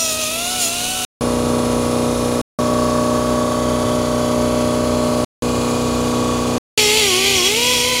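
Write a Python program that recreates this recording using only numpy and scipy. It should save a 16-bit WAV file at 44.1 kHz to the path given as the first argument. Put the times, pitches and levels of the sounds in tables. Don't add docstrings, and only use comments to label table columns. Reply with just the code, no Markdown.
import sys
import numpy as np
from scipy import signal
from scipy.fft import rfft, irfft
from scipy.io import wavfile
from scipy.ndimage import uniform_filter1d

SR = 44100
rng = np.random.default_rng(int(sys.argv[2]) if len(sys.argv) > 2 else 0)


def persist_wave(psi):
    counts = np.round(np.clip(psi, -1, 1) * 32767).astype(np.int16)
    wavfile.write(sys.argv[1], SR, np.atleast_2d(counts).T)


N = 352800
TIME, BINS = np.arange(N) / SR, np.fft.rfftfreq(N, 1 / SR)
STROKE_HZ, CAVITY_HZ = 30.368, 1122

# start t/s, end t/s, moment of one piston stroke t/s, compressor level/dB
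PARTS = [(0, 1.05, 0.094, -14.5), (1.209, 2.4145, 1.305, 0), (2.588, 5.247, 2.52, 0),
         (5.423, 6.582, 5.465, 0), (6.776, 8.01, 7.8, -10)]
# t/s, f/Hz
NECK_SPEED = [(0.0, 662.2), (0.132, 626.6), (0.188, 632.9), (0.272, 619.2), (0.49, 723.4), (0.528, 737.2),
              (0.59, 735.9), (0.656, 668.5), (0.912, 747.4), (1.045, 738.3)]
FLANGE_SPEED = [(6.78, 431.6), (6.878, 416), (6.99, 440.4), (7.13, 360), (7.282, 398.4), (7.34, 388),
                (7.422, 350.8), (7.54, 435.5), (7.602, 477.6), (7.71, 503), (7.798, 482), (7.91, 508),
                (8.0, 486)]
# multiple of the rotor speed, relative level/dB
NECK_WHINE = [(1, 0), (1.5, -28), (2, -7), (3, -13), (4, -.5), (5, -8), (6, -14), (8, -14)]
FLANGE_WHINE = [(1, 0), (2, -12), (3, -21), (4, -10), (5, -7), (6, -9), (7, -12), (8, -8.5), (9, -9.5),
                (10, -14), (11, -16)]
# f/Hz, relative level/dB
NECK_SCRATCH = [(150, -5), (500, -7.5), (900, -9.5), (1800, -12), (2150, -8), (2550, 4.5), (3100, -2.5),
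                (3700, 3), (4900, -4), (6200, -1), (8300, -5), (9700, -0.5), (11200, -9), (15500, -15.5)]
FLANGE_SCRATCH = [(40, -17), (85, -1.5), (170, -14), (450, -17.5), (900, -14), (1700, -19.5), (2200, 2),
                  (3200, 2), (3650, -5), (4500, 0), (5400, -6.5), (7200, -6.5), (8400, -14.5), (10200, -11),
                  (12200, -21), (13600, -16), (15500, -27)]
# t/s, half length t/s, change in scratch level/dB, ring level/dB, squeal f/Hz
BITES = [(0.02, 0.06, 0, -28, 5761), (0.11, 0.04, 1, -33.5, 6902), (0.24, 0.044, 0, -33.5, 6245),
         (0.53, .025, 0, -40, 5124), (0.641, 0.044, 2, -29.5, 6902), (6.778, .03, 4, -35, 3299),
         (6.845, 0.041, -1.5, -28.5, 5336), (7.003, 0.03, 0, -35, 3299), (7.08, .035, -2, -32.5, 5761),
         (7.168, 0.035, -1, -37, 6245), (7.27, .025, 1.5, -35, 3299), (7.373, .025, 1, -29, 5761),
         (7.415, .02, -1, -31, 5336), (7.46, 0.027, 0.5, -26, 3299), (7.47, .02, 1.5, -35, 5761),
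         (7.72, 0.11, 0.5, -29.5, 3299), (7.8, .022, 0, -34, 5336)]
# f/Hz, relative level/dB brushed on the neck, the same on the flange
CASTING_NOTES = [(3299, -5, 0), (3530, -18, -12), (3855, -18, -12), (4325, -6, -22), (4521, -11, -9),
                 (5124, 0, -22), (5336, -18, -4), (5549, -7, -20), (5761, -5, 1.5), (6245, -5, -6),
                 (6600, -20, -8), (6902, 0, -20), (7321, -9, -10), (7482, -9, -8), (7573, -10, -20),
                 (8092, -20, -5), (8749, -5, -20), (8800, -20, -6), (9440, -8, -22), (10229, -8, -20),
                 (11649, -22, -13), (14260, -15, -22), (14648, -11, -26), (15000, -15, -28)]
# t/s, level/dB
THIN_WHISTLE = [(.42, -68.5), (.52, -37.5), (.7, -48.5), (.9, -50), (1.02, -35)]
# throb level/dB, whistle level/dB
MOUTH = [(-33.5, -48), (-31.5, -43), (-32, -41.5)]
# t/s, half length t/s, change in throb and in whistle level/dB
HAND_TURNS = [(2.12, 0.06, -4.5, 2), (2.85, 0.39, 7, -9.5), (3.5, 0.29, 4, 1), (3.85, 0.14, 0.5, 4),
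              (6.3, .12, 5, 1.5)]
# f/Hz, width f/Hz, level/dB in each middle part
HOLLOWS = [(2530, 780, -57, -63, -45.5), (4300, 760, -44.5, -42, -40.5), (7100, 1700, -46.5, -51, -38.5),
           (10130, 1700, -39, -52, -59.5)]
# multiple of the stroke rate, relative level/dB
DRONE = [(1, -36), (2, -17.5), (3, -10.5), (4, -7), (5, -10.5), (6, -16), (7, -30.5), (8, 2.5), (9, -12.5),
         (10, -7), (11, -10.5), (12, -11), (13, -36.5), (14, -5), (15, -24.5)]
# multiple of the stroke rate, level/dB in each part
ROOM_TONES = [(16, -44.5, -26, -29.5, -26.5, -36), (18, -46.5, -29.5, -30.5, -35, -42.5),
              (19, -59.5, -39, -37, -35, -62), (20, -42.5, -30, -24, -36.5, -49),
              (21, -56, -37, -36.5, -35, -43.5), (32, -52.5, -35, -37, -36.5, -46),
              (43, -65.5, -42.5, -42, -55, -64), (50, -64.5, -63, -48, -53, -47),
              (52, -61, -63.5, -48, -48.5, -65), (80.95, -61.5, -47.5, -49, -45, -52)]
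# f/Hz, relative level/dB
CLATTER = [(600, -10.5), (700, 5.5), (950, 0.5), (1280, -9.5), (1400, -14.5), (2400, -9), (3000, -10.5),
           (4400, -11), (6800, -10.5), (8300, -22), (10300, -9), (11500, -19.5), (15500, -29)]
AIR = [(25, -20), (42, -20), (65, -6), (110, -7), (190, -11), (260, -11.5), (400, -8.5), (900, -13.5),
       (1220, -9), (1600, -21.5), (6000, -26), (8400, -27), (10600, -32), (11800, -40), (15700, -46)]


def grinder(speed, tones, spectrum, place, whine_db, scratch_db, sizzle_db, ring_db, high_ring_db,
            whine_fade_db_per_s, scratch_fade_db_per_s, sizzle_db_per_octave, sizzle_bite, jitter):
    times, speed_hz = np.transpose(speed)
    hz = np.interp(TIME, times, speed_hz)
    elapsed = np.clip(TIME, times[0], times[-1]) - times[0]
    bite_db = sum(db * swell(at, half_s) for at, half_s, db, *_ in BITES)
    turns = np.cumsum(uniform_filter1d(hz, 1500) * (1 + jitter * wander(70))) / SR
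    strikes = wires(turns)
    scratch = colour(reflections(strikes, depth_db=2.8, drift_frames=60), spectrum)
    low = band(scratch, 0.87, 6000)
    body = gain_of(scratch_db + bite_db) * low / np.std(band(scratch, 2000, 5000))
    fast_db = sizzle_db_per_octave * np.log2(hz / speed_hz.mean())
    high = (scratch - low) / np.std(band(scratch, 7700, 15000))
    sizzle = gain_of(sizzle_db + sizzle_bite * bite_db + fast_db) * high
    tone = gain_of(whine_db - whine_fade_db_per_s * elapsed) * whine(turns, hz, tones)
    brushing = gain_of(-scratch_fade_db_per_s * elapsed) * (body + sizzle)
    return tone + brushing + casting(strikes, place, ring_db, high_ring_db)


def whine(turns, hz, tones, shimmer=0.14, rev_db_per_octave=8, weak_db=9, weak_below_hz=1940):
    out = np.zeros(N)
    octaves = np.log2(hz / np.sqrt(hz.min() * hz.max()))
    for multiple, db in tones:
        cavity_db = 15 / (1 + ((multiple * hz - CAVITY_HZ + 45) / 115) ** 2)
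        too_low = 1 / (1 + (multiple * hz / weak_below_hz) ** 60)
        vanes_db = (rev_db_per_octave * octaves - weak_db * too_low) * (multiple >= 4)
        level = gain_of(db + cavity_db + vanes_db) * (1 + shimmer * wander(60))
        out += level * np.cos(2 * np.pi * (multiple * turns + rng.random()))
    return np.sqrt(2) * out


def wires(turns, strikes_per_s=11000, size_db=0.5, lopsided=0.1, hiss=.8):
    size = gain_of(size_db * np.minimum(rng.exponential(1, N), 5))
    strikes = rng.standard_normal(N) * size * (rng.random(N) < strikes_per_s / SR)
    exhaust = hiss * rng.standard_normal(N)
    return (unit_rms(strikes) + exhaust) * (1 + lopsided * np.cos(2 * np.pi * turns))


def casting(strikes, place, rest_db, high_db, spread_db=-3, squeal_db=5, width_hz=7):
    note_hz = np.transpose(CASTING_NOTES)[0]
    ring, squeals = gain_of(rest_db), [0] * len(note_hz)
    for at, half_s, _, db, hz in BITES:
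        push = gain_of(db) * swell(at, half_s)
        ring = ring + gain_of(spread_db) * push
        nearest = np.argmin(abs(note_hz - hz))
        squeals[nearest] += gain_of(squeal_db) * push
    out = np.zeros(N)
    for (hz, *dbs), squeal in zip(CASTING_NOTES, squeals):
        note = resonate(strikes, hz, width_hz)
        note /= np.sqrt(uniform_filter1d(note ** 2, size=1400) + 1e-6)
        out += note * np.hypot(ring * gain_of(dbs[place] + high_db * (hz > 5450)), squeal)
    return out


def thin_whistle(hz=1330, width_hz=9):
    level = gain_of(np.interp(TIME, *np.transpose(THIN_WHISTLE)))
    return level * resonate(rng.standard_normal(N), hz, width_hz)


def bump(at=3.83, hz=110, db=-23, rise_s=0.0204):
    age = np.maximum(TIME - at, 0)
    return gain_of(db) * age / rise_s * np.exp(1 - age / rise_s) * np.sin(2 * np.pi * hz * age)


def compressor(part, motor_hz=58.3, motor_db=-36, drift=.0005):
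    stroke_s, level_db = np.transpose(PARTS)[2:]
    level, clock = gain_of(level_db)[part], TIME - stroke_s[part]
    turns = STROKE_HZ * (clock + np.cumsum(drift * wander(8.8)) / SR)
    motor = np.sqrt(2) * gain_of(motor_db) * np.cos(2 * np.pi * motor_hz * clock)
    noise = level * (clatter(turns) + air(turns)) + cavity(turns, part)
    hum = drone(turns, part, level) + level * motor
    return hum + np.std(noise) * reflections(noise, depth_db=2.7, drift_frames=220)


def drone(turns, part, level, drone_db=-20, waver_db=0.66, scatter_rad=1.4):
    total = np.linalg.norm(gain_of(np.transpose(DRONE)[1]))
    gains = {round(k): level * gain_of(drone_db + db) / total for k, db in DRONE}
    gains.update({round(k): gain_of(dbs)[part] for k, *dbs in ROOM_TONES})
    phases = scatter_rad * rng.uniform(-1.06, 1, (len(gains), len(PARTS)))
    phases *= 1 + (np.array(list(gains)) % 2)[:, None] / 2
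    wavers = [gain_of(waver_db * wander(7.4)) for _ in range(3)]
    return np.sqrt(2) * sum(gain * wavers[k % 3] * np.cos(2 * np.pi * k * turns + phase[part])
                            for (k, gain), phase in zip(gains.items(), phases))


def clatter(turns, db=-30, uneven=0.099):
    stroke_samples = round(SR / STROKE_HZ)
    pattern = irfft(np.exp(2j * np.pi * rng.random(stroke_samples // 2 + 1)), stroke_samples * 10)
    rattle = np.interp(turns % 1, np.linspace(0, 1, len(pattern)), pattern)
    rattle = colour(band(rattle, 660, SR / 2), CLATTER)
    return gain_of(db) * rattle * (1 + uneven * wander(30))


def air(turns, db=-28.5, puff=0.57, puff_turns=.25, flutter=0.077):
    noise = colour(rng.standard_normal(N), AIR)
    noise *= 1 + flutter * np.cos(2 * np.pi * 8 * turns)
    burst = np.exp(-((turns + 0.42) % 1) / puff_turns)
    return gain_of(db) * (noise + puff * burst * band(noise, 5900, 12000))


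def cavity(turns, part, whistle_hz=3380):
    row = np.clip(part - 1, 0, 2)
    turning_db = sum(np.outer(dbs, swell(at, half_s)) for at, half_s, *dbs in HAND_TURNS)
    throb_db, whistle_db = np.array(MOUTH)[row].T + turning_db
    strokes = np.diff(np.floor(turns - .1), prepend=0) == 1
    ringing = resonate(strokes * 1., CAVITY_HZ, width_hz=20)
    throb = gain_of(throb_db) * unit_rms(band(ringing, 1040, 1330))
    whistle = gain_of(whistle_db) * hollow(whistle_hz, width_hz=230)
    hiss = sum(gain_of(dbs)[row] * hollow(hz, width) for hz, width, *dbs in HOLLOWS)
    return (throb + whistle + hiss) * (part > 0) * (part < len(PARTS) - 1)


def reflections(x, depth_db, drift_frames):
    hz, _, frames = signal.stft(x, SR, nperseg=1024, noverlap=768)
    field = uniform_filter1d(rng.standard_normal(frames.shape), size=drift_frames, axis=1)
    field = uniform_filter1d(field, size=2, axis=0)
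    depth = depth_db * np.clip(hz / 1200 - .7, 0, 1)[:, None]
    ripple = gain_of(depth * unit_rms(field))
    ripple /= np.exp((depth * np.log(10) / 20) ** 2)
    return unit_rms(signal.istft(frames * ripple, nperseg=1024, noverlap=768)[1][:N])


def hollow(hz, width_hz):
    return resonate(resonate(rng.standard_normal(N), hz, width_hz), hz, width_hz)


def resonate(x, hz, width_hz):
    r = np.exp(-np.pi * width_hz / SR)
    return unit_rms(signal.lfilter([1, 0, -1], [1, -2 * r * np.cos(2 * np.pi * hz / SR), r * r], x))


def colour(x, spectrum):
    hz, db = np.transpose(spectrum)
    curve_db = np.interp(np.log(BINS + 1), np.log(hz + 1), db)
    return unit_rms(irfft(rfft(x) * gain_of(curve_db), N))


def band(x, lo_hz, hi_hz):
    return irfft(rfft(x) / np.sqrt((1 + (lo_hz / (BINS + 1)) ** 20) * (1 + (BINS / hi_hz) ** 20)), N)


def wander(rate):
    return unit_rms(irfft(rfft(rng.standard_normal(N)) * np.exp(-(BINS / rate) ** 2), N))


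def swell(at, half_s):
    return np.exp(-((TIME - at) / half_s) ** 2)


def gain_of(db):
    return 10 ** (np.asarray(db) / 20)


def unit_rms(x):
    return x / np.sqrt(np.mean(x ** 2) + 1e-20)


def scene():
    starts, ends = np.transpose(PARTS)[:2]
    part = np.searchsorted((ends[:-1] + starts[1:]) / 2, TIME)
    neck = grinder(NECK_SPEED, NECK_WHINE, NECK_SCRATCH, place=0,
                   whine_db=-31, scratch_db=-28, sizzle_db=-28.5, ring_db=-45, high_ring_db=0,
                   whine_fade_db_per_s=2.5, scratch_fade_db_per_s=-1,
                   sizzle_db_per_octave=3.5, sizzle_bite=2.9, jitter=.003)
    flange = grinder(FLANGE_SPEED, FLANGE_WHINE, FLANGE_SCRATCH, place=1,
                     whine_db=-21, scratch_db=-17, sizzle_db=-24.5, ring_db=-34.5, high_ring_db=-2.5,
                     whine_fade_db_per_s=5, scratch_fade_db_per_s=4.5,
                     sizzle_db_per_octave=4.5, sizzle_bite=0.33, jitter=0.00341)
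    mix = compressor(part) + bump()
    mix += (neck + thin_whistle()) * (part == 0) + flange * (part == len(PARTS) - 1)
    audible = sum((TIME >= start) & (TIME < end) for start, end in zip(starts, ends))
    return np.array([mix, mix]) * audible


def record(dry, ceiling=.85, top_hz=15800):
    rounded = dry / (1 + (dry / ceiling) ** 6) ** (1 / 6)
    lowpass = signal.firwin(511, top_hz, window=("kaiser", 9), fs=SR)
    return signal.oaconvolve(rounded, lowpass[None], "same")


dry = scene()
out = record(dry)
persist_wave(out)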